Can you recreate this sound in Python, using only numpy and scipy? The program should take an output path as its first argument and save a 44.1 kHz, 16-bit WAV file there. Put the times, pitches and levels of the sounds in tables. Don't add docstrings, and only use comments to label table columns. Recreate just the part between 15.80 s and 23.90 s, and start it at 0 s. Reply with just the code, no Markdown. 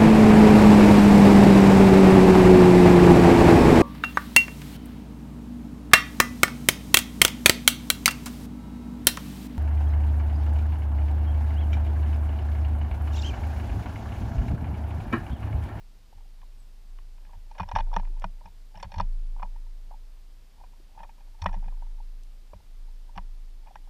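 import sys
import numpy as np
from scipy import signal
from scipy.fft import rfft, irfft, next_fast_len
from scipy.io import wavfile
from scipy.ndimage import uniform_filter1d

SR = 44100
rng = np.random.default_rng(int(sys.argv[2]) if len(sys.argv) > 2 else 0)


def dump_mix(stems):
    frames = np.atleast_2d(stems).T
    limited = np.clip(frames, -1, 1)
    pcm = np.round(limited * 32767).astype(np.int16)
    wavfile.write(sys.argv[1], SR, pcm)


def to_linear_factor(level_db):
    exponent = np.asarray(level_db, float) / 20
    return 10 ** exponent


N = 357033

# frequency in Hz, level in dB per Hz.
HISS_SPECTRUM = [(26, -26.5), (45, -6), (60, -14.5), (81, -16.5), (128, -24), (453, -34), (792, -34.5),
                 (1490, -39.5), (4900, -39.5), (6250, -44), (9300, -47), (10200, -47), (12000, -49),
                 (13200, -46.5), (15000, -51.5)]
# start in seconds, length in seconds, first pitch in Hz, last pitch in Hz, level in dB.
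FAR_CHIPS = [
    (0.76, 0.1, 8500, 7400, -71),
    (0.76, .07, 9700, 9000, -84),
    (1.055, 0.074, 7700, 7500, -74),
]
# start in seconds, peak in dB.
HUSK_SNAPS = [
    (2.398, -42),
    (5.6417, -40),
    (6.4346, -44),
]
# time in seconds, swing just after in dB.
JOLTS = [(0, -45), (.37, -41), (.63, -40.5), (1.09, -37), (1.55, -40), (1.74, -46), (1.85, -38),
         (1.97, -24), (2.14, -25.5), (2.47, -36), (2.6, -45.5), (2.74, -42), (2.95, -41), (3.21, -24.5),
         (4.8, -44), (5.18, -42), (5.3, -47), (5.42, -40.5), (5.62, -42), (5.68, -26), (5.95, -30.5),
         (6.77, -69), (6.87, -40), (7.0, -35.5), (7.38, -34), (7.88, -53.5), (7.99, -40.5)]
# start in seconds, pitch in Hz, level in dB, time to fade by 60 dB in seconds.
WIRE_RINGS = [
    (3.255, 134, -53.5, 0.9),
    (5, 340, -49, 0.031),
    (1.188, 1070, -43.5, .012),
    (6.7335, 604, -37, 0.032),
    (3.2, 560, -37.5, 0.046),
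    (1.8, 370, -55, .04),
    (2.3, 350, -50.5, 0.05),
]
# time in seconds, long board peak in dB, short board level in dB.
LANDINGS = [(0.348, -46.5, -68), (1.471, -54, -71), (1.555, -44.5, -69), (1.801, -33, -36),
            (1.939, -30, -40.5), (1.991, -40, -48.5), (2.164, -37.5, -36), (2.441, -41.5, -40.5),
            (2.651, -51.5, -56.5), (2.955, -45, -54), (2.996, -54, -55), (3.053, -36, -51),
            (3.13, -43, -53), (3.169, -34, -44), (3.2, -32, -39), (3.628, -47, -51.5), (4.08, -53, -67),
            (5.197, -64, -61), (5.621, -37, -55), (5.658, -41, -35), (5.763, -37.5, -45.5),
            (5.858, -44.5, -50.5), (6.74, -42, -55), (7.368, -40, -44.5), (7.854, -69, -80),
            (7.948, -56, -66)]
# pitch in Hz, level in dB, time to fade by 60 dB in seconds.
LONG_BOARD_MODES = [(47.5, -5.5, 0.27), (61, -2.5, 0.077), (78, -4.5, 0.28), (100.8, -8.5, 0.22)]
SHORT_BOARD_MODES = [(168.4, 2, 0.061), (186.7, 2, 0.12), (344, -11.5, 0.11)]
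# pitch in Hz, level in dB, time to fade by 60 dB in seconds.
LOW_HOUSING = [(532, -27.5, 0.028), (585, -14, 0.028), (709, -9, 0.019), (762, -3.5, 0.018),
               (907.5, -1, 0.023), (970.5, -3.5, 0.028), (1124, -11.5, 0.01), (1310, -23, 0.03)]
MID_HOUSING = [(1400, -31, 0.00283), (1670, 2, 0.016), (1906, -16.5, 0.054), (2050, -12, 0.027),
               (2453, -5.5, 0.031), (2950, -4, 0.011)]
HIGH_HOUSING = [(3170, -6, 0.012), (3547, -1, 0.016), (3686, -1, 0.008), (4420, -10.5, 0.02),
                (5220, -3, 0.009), (5590, 4, 0.0053), (6440, -18.5, 0.0044), (8400, -29.5, 0.0032),
                (10400, -32.5, 0.0068)]
# start in seconds, pitch in Hz, peak in dB, time to fade by 60 dB in seconds.
SQUARE_RAPS = [(1.7975, 1050, -19, 0.006), (1.8065, 928, -24, 0.015), (1.9612, 897, -13.5, 0.019),
               (1.9645, 950, -26, 0.015), (1.9885, 980, -30, 0.013), (2.1672, 882, -17.5, 0.019),
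               (2.165, 930, -25, 0.02), (2.4415, 966, -17, 0.0083), (2.4418, 650, -31.5, 0.037),
               (2.4465, 928, -34, 0.026), (5.6565, 930, -32, 0.011), (5.662, 810, -27.5, .025),
               (5.66, 550, -27.5, 0.019), (2.1645, 605, -29.5, 0.032), (3.028, 562, -38.5, 0.047),
               (5.624, 920, -36.5, 0.028), (5.643, 930, -33.5, 0.029), (2.445, 1400, -32.5, 0.014),
               (3.0275, 960, -33, 0.013), (3.2015, 1150, -22.5, 0.016), (3.6215, 980, -38.5, 0.03),
               (3.6278, 1100, -30, 0.014), (3.6315, 900, -29, 0.02), (5.6592, 1022, -15, 0.015),
               (6.7338, 930, -43.5, 0.016), (7.3772, 890, -22.5, 0.0077), (7.3825, 940, -27, 0.01),
               (7.3885, 940, -35, 0.014), (7.9562, 857, -35.5, 0.025), (7.9598, 1650, -42.5, 0.01),
               (7.9555, 2570, -51, .008)]
# start in seconds, pitch in Hz, peak in dB, time to fade by 60 dB in seconds.
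TIP_CLINKS = [(1.786, 5660, -51, 0.011), (1.8305, 5540, -52, .01), (1.964, 5350, -40, .01),
              (2.007, 3460, -40, 0.011), (2.1385, 5520, -46.5, .014), (2.1553, 5450, -52, 0.011),
              (2.164, 5550, -40, 0.011), (2.4215, 5300, -54, .01), (2.657, 5500, -54, .01),
              (2.974, 5370, -49, 0.011), (3.001, 5600, -50, .012), (3.03, 4440, -44, 0.024),
              (3.2085, 5370, -39, 0.0091), (3.2085, 4430, -40, .012), (3.209, 3570, -49, 0.015),
              (3.628, 5400, -59, .01), (5.62, 5550, -40, .01), (5.642, 5430, -42, .01),
              (5.664, 5600, -51, 0.0092), (5.663, 3460, -36, 0.016), (5.752, 3500, -55, .01),
              (6.736, 2410, -58, .015), (7.363, 5700, -55, .012), (7.378, 5700, -62, .01),
              (7.9568, 5700, -55, 0.0095), (3.324, 4360, -69, .06), (2.443, 4460, -49, .012),
              (2.443, 5560, -58, 0.0091), (3.629, 2430, -58, .025), (5.729, 2440, -53, .02),
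              (7.378, 4500, -52, 0.013), (1.187, 1710, -45, 0.0069), (1.187, 2600, -61, 0.0052),
              (5.661, 2900, -40, .01), (3.03, 7100, -43, 0.0067), (2.443, 3300, -47, 0.013),
              (5.671, 1920, -48, 0.044), (7.967, 1920, -63, 0.049)]
# time in seconds, strength in dB, knock share in dB, click share in dB.
HARD_BLOWS = [(1.713, -47, -16, -19.5), (1.8304, -38, -11, -31), (1.8883, -40.5, -13, -13),
              (1.9146, -32.5, -15, -21.5), (1.9605, -33, -12, -17), (1.986, -31.5, -10, -18),
              (1.997, -31, -23.5, -24), (2.0038, -35.5, -9, -23), (2.13, -35.5, -23, -30),
              (2.1384, -39, -11, -14.5), (2.1642, -26, -10.5, -19.5), (2.1967, -38.5, -16, -25),
              (3.028, -36, -11.5, -11.5), (3.1183, -45, -8, -11), (3.141, -40.5, -10, -16),
              (3.158, -44, -16, -16), (3.1827, -37.5, -12, -11.5), (3.1995, -23.5, -20.5, -25),
              (3.6279, -40.5, -8, -21), (5.2023, -43, -17, -31), (5.2317, -43.5, -9.5, -21),
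              (5.6186, -49.5, 1.5, 3.5), (5.6608, -32, -2.5, -21), (5.88, -47.5, -11, -24.5),
              (7.3766, -38, -5.5, -16.5)]
# time in seconds, length in ms, strength in dB, knock share in dB.
CLAW_SKIDS = [(1.7482, 14, -55.5, -7), (1.819, 4.6, -46.5, -6), (1.879, 10, -54, -15),
              (1.952, 23.4, -34, -5), (1.968, 16.5, -33.5, -17), (2.1549, 11, -53, -8),
              (2.182, 13, -50, -8), (2.4187, 14, -51, -4), (2.656, 9.9, -48, -10.5),
              (2.9533, 14, -52.5, -4.5), (2.9717, 15, -49, -13), (2.998, 13.3, -55, 0),
              (3.0385, 16, -49.5, -7), (3.0515, 11, -54, -11), (3.208, 11.6, -42, -8.5),
              (5.1906, 14, -55, -5), (5.636, 13.5, -42, -14.5), (5.665, 4.4, -38, -2),
              (5.6764, 8.7, -47.5, -13), (5.6889, 13.8, -45, -11.5), (5.7284, 11.7, -47.5, -8),
              (5.7394, 14.4, -41, -15.5), (7.3557, 16, -50, -13), (7.387, 8.9, -53, -29),
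              (2.4425, 5.5, -39, -4), (6.7335, 9.1, -55, -14.5), (7.956, 6.4, -47.5, -9),
              (1.7811, 13, -46.5, -3.5), (1.7985, 13.7, -31, -12.5)]
# time in seconds, strength in dB, knock share in dB.
TIP_TICKS = [(.38, -61.5, -9), (0.616, -62, 2.5), (1.1867, -60, 2.5), (1.3796, -63.5, -5),
             (1.4504, -60.5, 1), (1.4657, -65, 1.5), (1.506, -63, -12), (1.532, -52, -13), (1.76, -56, -23),
             (2.2493, -55, -3), (2.272, -56.5, -10), (2.3715, -60.5, -11), (2.3885, -67, -5),
             (2.986, -57, -14), (3.099, -60, -20), (3.2238, -54, -9), (3.596, -48, -14.5),
             (3.7591, -55, -13.5), (4.837, -52.5, -15.5), (5.149, -60.5, -11), (5.175, -47.5, -24),
             (5.212, -56, -26), (5.292, -51, -11.5), (5.382, -62, -9), (5.4065, -59, -9), (5.76, -56, -12),
             (5.8397, -54, -9), (5.857, -59, -8), (7.8696, -52, -12), (7.8803, -55, -15)]
# time in seconds, strength in dB.
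PAD_TOUCHES = [(.3268, -55), (.6286, -56), (1.937, -53), (2.07, -52.5), (2.1156, -49), (2.2287, -51),
               (2.6092, -52), (2.6724, -50.5), (2.944, -50), (3.1723, -46), (3.564, -51), (3.5794, -56),
               (3.6465, -45), (3.6542, -51.5), (4.1101, -47.5), (4.1228, -53), (4.1397, -48.5), (4.81, -51),
               (5.1627, -60), (5.2454, -50), (5.6016, -70), (5.7114, -49), (5.8266, -51), (5.921, -56),
               (6.022, -48.5), (6.201, -50.5), (7.2898, -55.5), (7.8614, -60), (7.9076, -51.5),
               (8.0724, -59.5)]
# time in seconds, strength in dB.
TOE_BRUSHES = [(.4049, -64), (.4518, -66), (1.4253, -69), (1.4922, -61.5), (1.5467, -62), (1.8563, -62),
               (2.0828, -59), (2.334, -69), (2.3623, -60.5), (2.635, -64), (3.0776, -79), (3.2351, -69),
               (3.6713, -66), (3.8595, -64.5), (4.1466, -81), (4.7985, -58), (4.85, -76), (4.778, -65),
               (4.93, -64.5), (5.09, -70), (5.47, -66), (5.5434, -62), (5.589, -60), (5.7676, -55),
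               (5.9343, -66), (5.9686, -65), (6.065, -62.5), (6.1828, -64), (6.802, -62.5), (7.0778, -64.5)]

HISS_DB = -59.5
AIR_DB, AIR_FOLLOWS = -76, 0.72
SWAY_DB = -59
SWING_HZ, SWING_DECAY_DB_PER_S, SWING_BUILD_S = 27.25, 16.5, 0.14
SCUFF_REST_DB, SCUFF_DB = -86.5, -66.5
SCUFF_FOLLOWS, BUSY_S = 0.68, 0.14
RAP_RISE_MS, CLINK_RISE_MS = 0.62, 0.67
BLOW_MS, TICK_MS, TOUCH_MS, BRUSH_MS = 8.76, 10.4, 7.8, 12.3
TICK_SHORTER_MS_PER_DB = 0.5
PAD_KNOCK_DB, BRUSH_KNOCK_DB = -30, -19
SKID_CLICK_DB, TICK_CLICK_DB = -9.5, -17
CONTACT_SAMPLES = 3072
STRAY_HOLES = 0.13
STARVE_FROM_HZ, STARVE_DB, STARVE_DB_PER_KHZ = 12800, -25, 3.0


def rms_one(x):
    return x / np.sqrt(np.mean(x ** 2) + 1e-20)


def band(x, low_hz, high_hz, order):
    return signal.sosfilt(signal.butter(order, [low_hz, high_hz], "band", fs=SR, output="sos"), x)


def ring(clicks, hz, t60):
    radius = to_linear_factor(-60 / (t60 * SR))
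    turn = 2 * np.pi * hz / SR
    return signal.lfilter([0, np.sin(turn)], [1, -2 * radius * np.cos(turn), radius ** 2], clicks + 1e-18)


def strike(times, sizes, modes, spread_db):
    at = (times * SR).astype(int)
    chance = rng.standard_normal((len(times), len(modes)))
    out = np.zeros(N)
    for k, (hz, level_db, t60) in enumerate(modes):
        clicks = np.zeros(N)
        np.add.at(clicks, at, sizes * to_linear_factor(level_db + spread_db * chance[:, k]))
        out += (-1) ** k * ring(clicks, hz, t60)
    return out


def hiss():
    size = next_fast_len(N)
    hz = np.clip(np.arange(size // 2 + 1) * SR / size, 1, 14500)
    row_hz, row_db = np.transpose(HISS_SPECTRUM)
    shape_db = np.interp(np.log(hz), np.log(row_hz), row_db)
    noise = irfft(rfft(rng.standard_normal(size)) * to_linear_factor(shape_db), size)[:N]
    return to_linear_factor(HISS_DB) * rms_one(noise)


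def far_birds():
    out = np.zeros(N)
    blur = rms_one(band(rng.standard_normal(N), 15, 160, order=2))
    for s, length, start_hz, end_hz, level_db in FAR_CHIPS:
        u = np.linspace(0, 1, int(length * SR))
        hz = start_hz + (end_hz - start_hz) * u
        whistle = np.sin(np.pi * u) * np.sin(2 * np.pi * np.cumsum(hz) / SR)
        start = int(s * SR)
        out[start:start + len(u)] += to_linear_factor(level_db) * whistle
    return out * blur


def swing_db():
    s, db = np.transpose(JOLTS)
    t = np.arange(N) / SR
    last = np.clip(np.searchsorted(s, t) - 1, 0, None)
    gain = to_linear_factor(db[last] - SWING_DECAY_DB_PER_S * (t - s[last]))
    span = int(SWING_BUILD_S * SR / 2)
    return 20 * np.log10(uniform_filter1d(uniform_filter1d(gain, span), span))


def wind():
    level = to_linear_factor(AIR_DB + AIR_FOLLOWS * (swing_db() + 36.5))
    return level * rms_one(band(rng.standard_normal(N), 110, 470, order=1))


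def husks():
    s, db = np.transpose(HUSK_SNAPS)
    clicks = np.zeros(N)
    clicks[np.round(s * SR).astype(int)] = to_linear_factor(db - 4.0)
    fade = signal.lfilter([1], [1, -np.exp(-1 / (0.0017 * SR))], clicks + 1e-18)
    return band(fade * rng.standard_normal(N), 3500, 9000, order=2)


def mount():
    turn = 2 * np.pi * SWING_HZ * np.arange(N) / SR
    swing = np.sqrt(2) * to_linear_factor(swing_db()) * (np.sin(turn) + to_linear_factor(-47) * np.sin(2 * turn))
    stirred = ring(rng.standard_normal(N + SR), SWING_HZ, 1.0)[SR:]
    return swing + to_linear_factor(SWAY_DB) * rms_one(stirred)


def wires():
    rings = np.zeros(N)
    for s, hz, db, t60 in WIRE_RINGS:
        rings += strike(np.array([s]), to_linear_factor(db), [(hz, 0, t60)], spread_db=0)
    return band(rings, 103, 1300, order=2)


def boards():
    s, long_db, short_db = np.transpose(LANDINGS)
    knock = strike(s - 0.004, to_linear_factor(long_db + 1.0), LONG_BOARD_MODES, spread_db=5.5)
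    knock = knock + strike(s - 0.002, to_linear_factor(short_db + 8.0), SHORT_BOARD_MODES, spread_db=0.5)
    return signal.sosfilt(signal.butter(3, 230, fs=SR, output="sos"), knock)


def contacts():
    rows = [(s, BLOW_MS, db, db + knock, db + click) for s, db, knock, click in HARD_BLOWS]
    for s, ms, db, knock in CLAW_SKIDS:
        rows.append((s, ms, db, db + knock, db + knock + SKID_CLICK_DB))
    for s, db, knock in TIP_TICKS:
        ms = TICK_MS - TICK_SHORTER_MS_PER_DB * (knock + 12)
        rows.append((s, ms, db, db + knock, db + knock + TICK_CLICK_DB))
    for soft, ms, knock in [(PAD_TOUCHES, TOUCH_MS, PAD_KNOCK_DB), (TOE_BRUSHES, BRUSH_MS, BRUSH_KNOCK_DB)]:
        rows += [(s, ms, db, db + knock, db + knock + TICK_CLICK_DB) for s, db in soft]
    return np.transpose(rows)


def busy_db():
    s, length_ms, low_db, mid_db, high_db = contacts()
    marks = np.zeros(N)
    np.add.at(marks, (s * SR).astype(int), to_linear_factor(low_db + 36.0))
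    span = int(BUSY_S * SR / 2)
    nearby = uniform_filter1d(uniform_filter1d(marks, span), span)
    return 20 * np.log10(span * np.abs(nearby) + 1e-6)


def scuff():
    level = to_linear_factor(SCUFF_REST_DB) + to_linear_factor(SCUFF_DB + SCUFF_FOLLOWS * busy_db())
    happens = rng.random(N) < 1500 / SR
    slips = happens * to_linear_factor(14 * rng.random(N)) * rng.choice([-1, 1], N)
    low, mid = np.zeros(N), np.zeros(N)
    for k, (hz, db, t60) in enumerate(LOW_HOUSING):
        low += (-1) ** k * to_linear_factor(db) * ring(slips, hz, 0.69 * t60)
    for k, (hz, db, t60) in enumerate(MID_HOUSING):
        mid += (-1) ** k * to_linear_factor(db - 25.5) * ring(slips, hz, t60)
    return level * rms_one(band(low, 520, 896, order=2) + band(mid, 1400, 3300, order=2))


def tones(rows, rise_ms):
    s, hz, db, t60 = np.transpose(rows)[:, :, None]
    step = np.arange(CONTACT_SAMPLES)
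    t = step / SR
    swell = 1 - np.exp(-(1000 * t / rise_ms) ** 2)
    shape = swell * to_linear_factor(db - 60 * t / t60)
    out = np.zeros(N + CONTACT_SAMPLES)
    np.add.at(out, (s * SR).astype(int) + step, 2 * shape * np.sin(2 * np.pi * hz * t))
    return out[:N]


def clinks():
    return tones(TIP_CLINKS, CLINK_RISE_MS)


def raps():
    return band(tones(SQUARE_RAPS, RAP_RISE_MS), 542, 4970, order=3)


def housing(slips, length, rms_db, modes, focus, edges_hz, spread_db, crack_db):
    chance = rng.standard_normal((len(slips), len(modes)))
    rung = to_linear_factor(crack_db) * slips
    for k, (hz, db, t60) in enumerate(modes):
        strength = to_linear_factor(focus * db + spread_db * chance[:, k:k + 1])
        rung = rung + (-1) ** k * strength * ring(slips, hz, t60)
    rung = band(rung, *edges_hz, order=3)
    return rung * to_linear_factor(rms_db) * np.sqrt(length / np.sum(rung ** 2, axis=1, keepdims=True))


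def claws():
    s, length_ms, low_db, mid_db, high_db = contacts()[:, :, None]
    length = np.clip(length_ms, 2, 24) * SR / 1000
    step = np.arange(CONTACT_SAMPLES)
    draw = rng.random((len(s), 3, CONTACT_SAMPLES))
    slips = (draw[:, 0] < 0.2) * (draw[:, 1] - 0.5) * to_linear_factor(8.3 * draw[:, 2])
    padded = np.clip((low_db - mid_db - 22) / 6, 0, 1)
    blow_db = -15 * padded + 0.46 * (low_db + 29.5) - 2.26 * (length_ms - 13.0)
    blow = (step == 48) * 7.8 * to_linear_factor(blow_db)
    press_time = np.minimum(step / np.maximum(1.5 * length - 0.0048 * SR, 40), 1)
    press = slips * np.sin(np.pi * press_time ** (0.35 + 0.31 * padded))
    scratch = slips * np.sin(np.pi * np.minimum(step / (1.2 * length), 1) ** 0.44)
    hardness_db = np.minimum(0.25 * (low_db + 29.0) - 5.4 * (length_ms - 7), 0.1)
    focus = np.clip(0.46 - 0.1 * (mid_db - low_db + 4), 0.6, 2)
    rows = housing(press + blow, length, low_db + 0.23, LOW_HOUSING, focus, (470, 1600),
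                   spread_db=3.0, crack_db=14.5 + hardness_db)
    rows = rows + housing(scratch + 0.12 * blow, length, mid_db + 0.154, MID_HOUSING, 0.7, (1250, 3300),
                          spread_db=1.0, crack_db=13.5 + hardness_db)
    rows = rows + housing(scratch + 0.18 * blow, length, high_db + 0.35, HIGH_HOUSING, 0.64, (2700, 12000),
                          spread_db=3.3, crack_db=-9 + hardness_db)
    out = np.zeros(N + CONTACT_SAMPLES)
    np.add.at(out, ((s - 0.0013) * SR).astype(int) + step, rows)
    return out[:N]


def scene():
    background = hiss() + far_birds() + wind()
    tray = mount() + wires() + boards()
    feet = scuff() + clinks() + raps() + claws()
    return (background + husks() + tray + feet)[None]


def starved_top(dry):
    hz, s, cells = signal.stft(dry[0], SR, nperseg=1024, noverlap=768)
    frame, patch = np.arange(len(s)) // 4, np.arange(len(hz)) // 4
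    power = np.sum(np.abs(cells) ** 2, axis=0)
    load_db = 10 * np.log10(uniform_filter1d(power, size=12) + 1e-12)
    draw = rng.standard_normal((len(hz), len(s)))
    khz = (hz[:, None] - STARVE_FROM_HZ) / 1000
    strain_db = load_db + 7.0 * draw[0, frame] + 2.3 * draw[1 + patch][:, frame] + STARVE_DB_PER_KHZ * khz
    stray_draw = rng.random(cells.shape)[np.arange(len(hz)) // 3][:, frame]
    stray = stray_draw < STRAY_HOLES * (khz - 0.3)
    edge_hz = 15300 + 60 * draw[-1, frame]
    dropped = (khz > 0) & ((strain_db > STARVE_DB) | stray)
    kept = (hz[:, None] < edge_hz) & ~dropped
    return signal.istft(cells * kept, SR, nperseg=1024, noverlap=768)[1][None, :N]


def roll_off(x):
    return signal.sosfilt(signal.butter(12, 15640, fs=SR, output="sos"), x)


def record(dry):
    fade = np.minimum((N - 1 - np.arange(N)) / (0.006 * SR), 1)
    mix = starved_top(dry * fade)
    return roll_off(mix)


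dry = scene()
out = record(dry)
dump_mix(out)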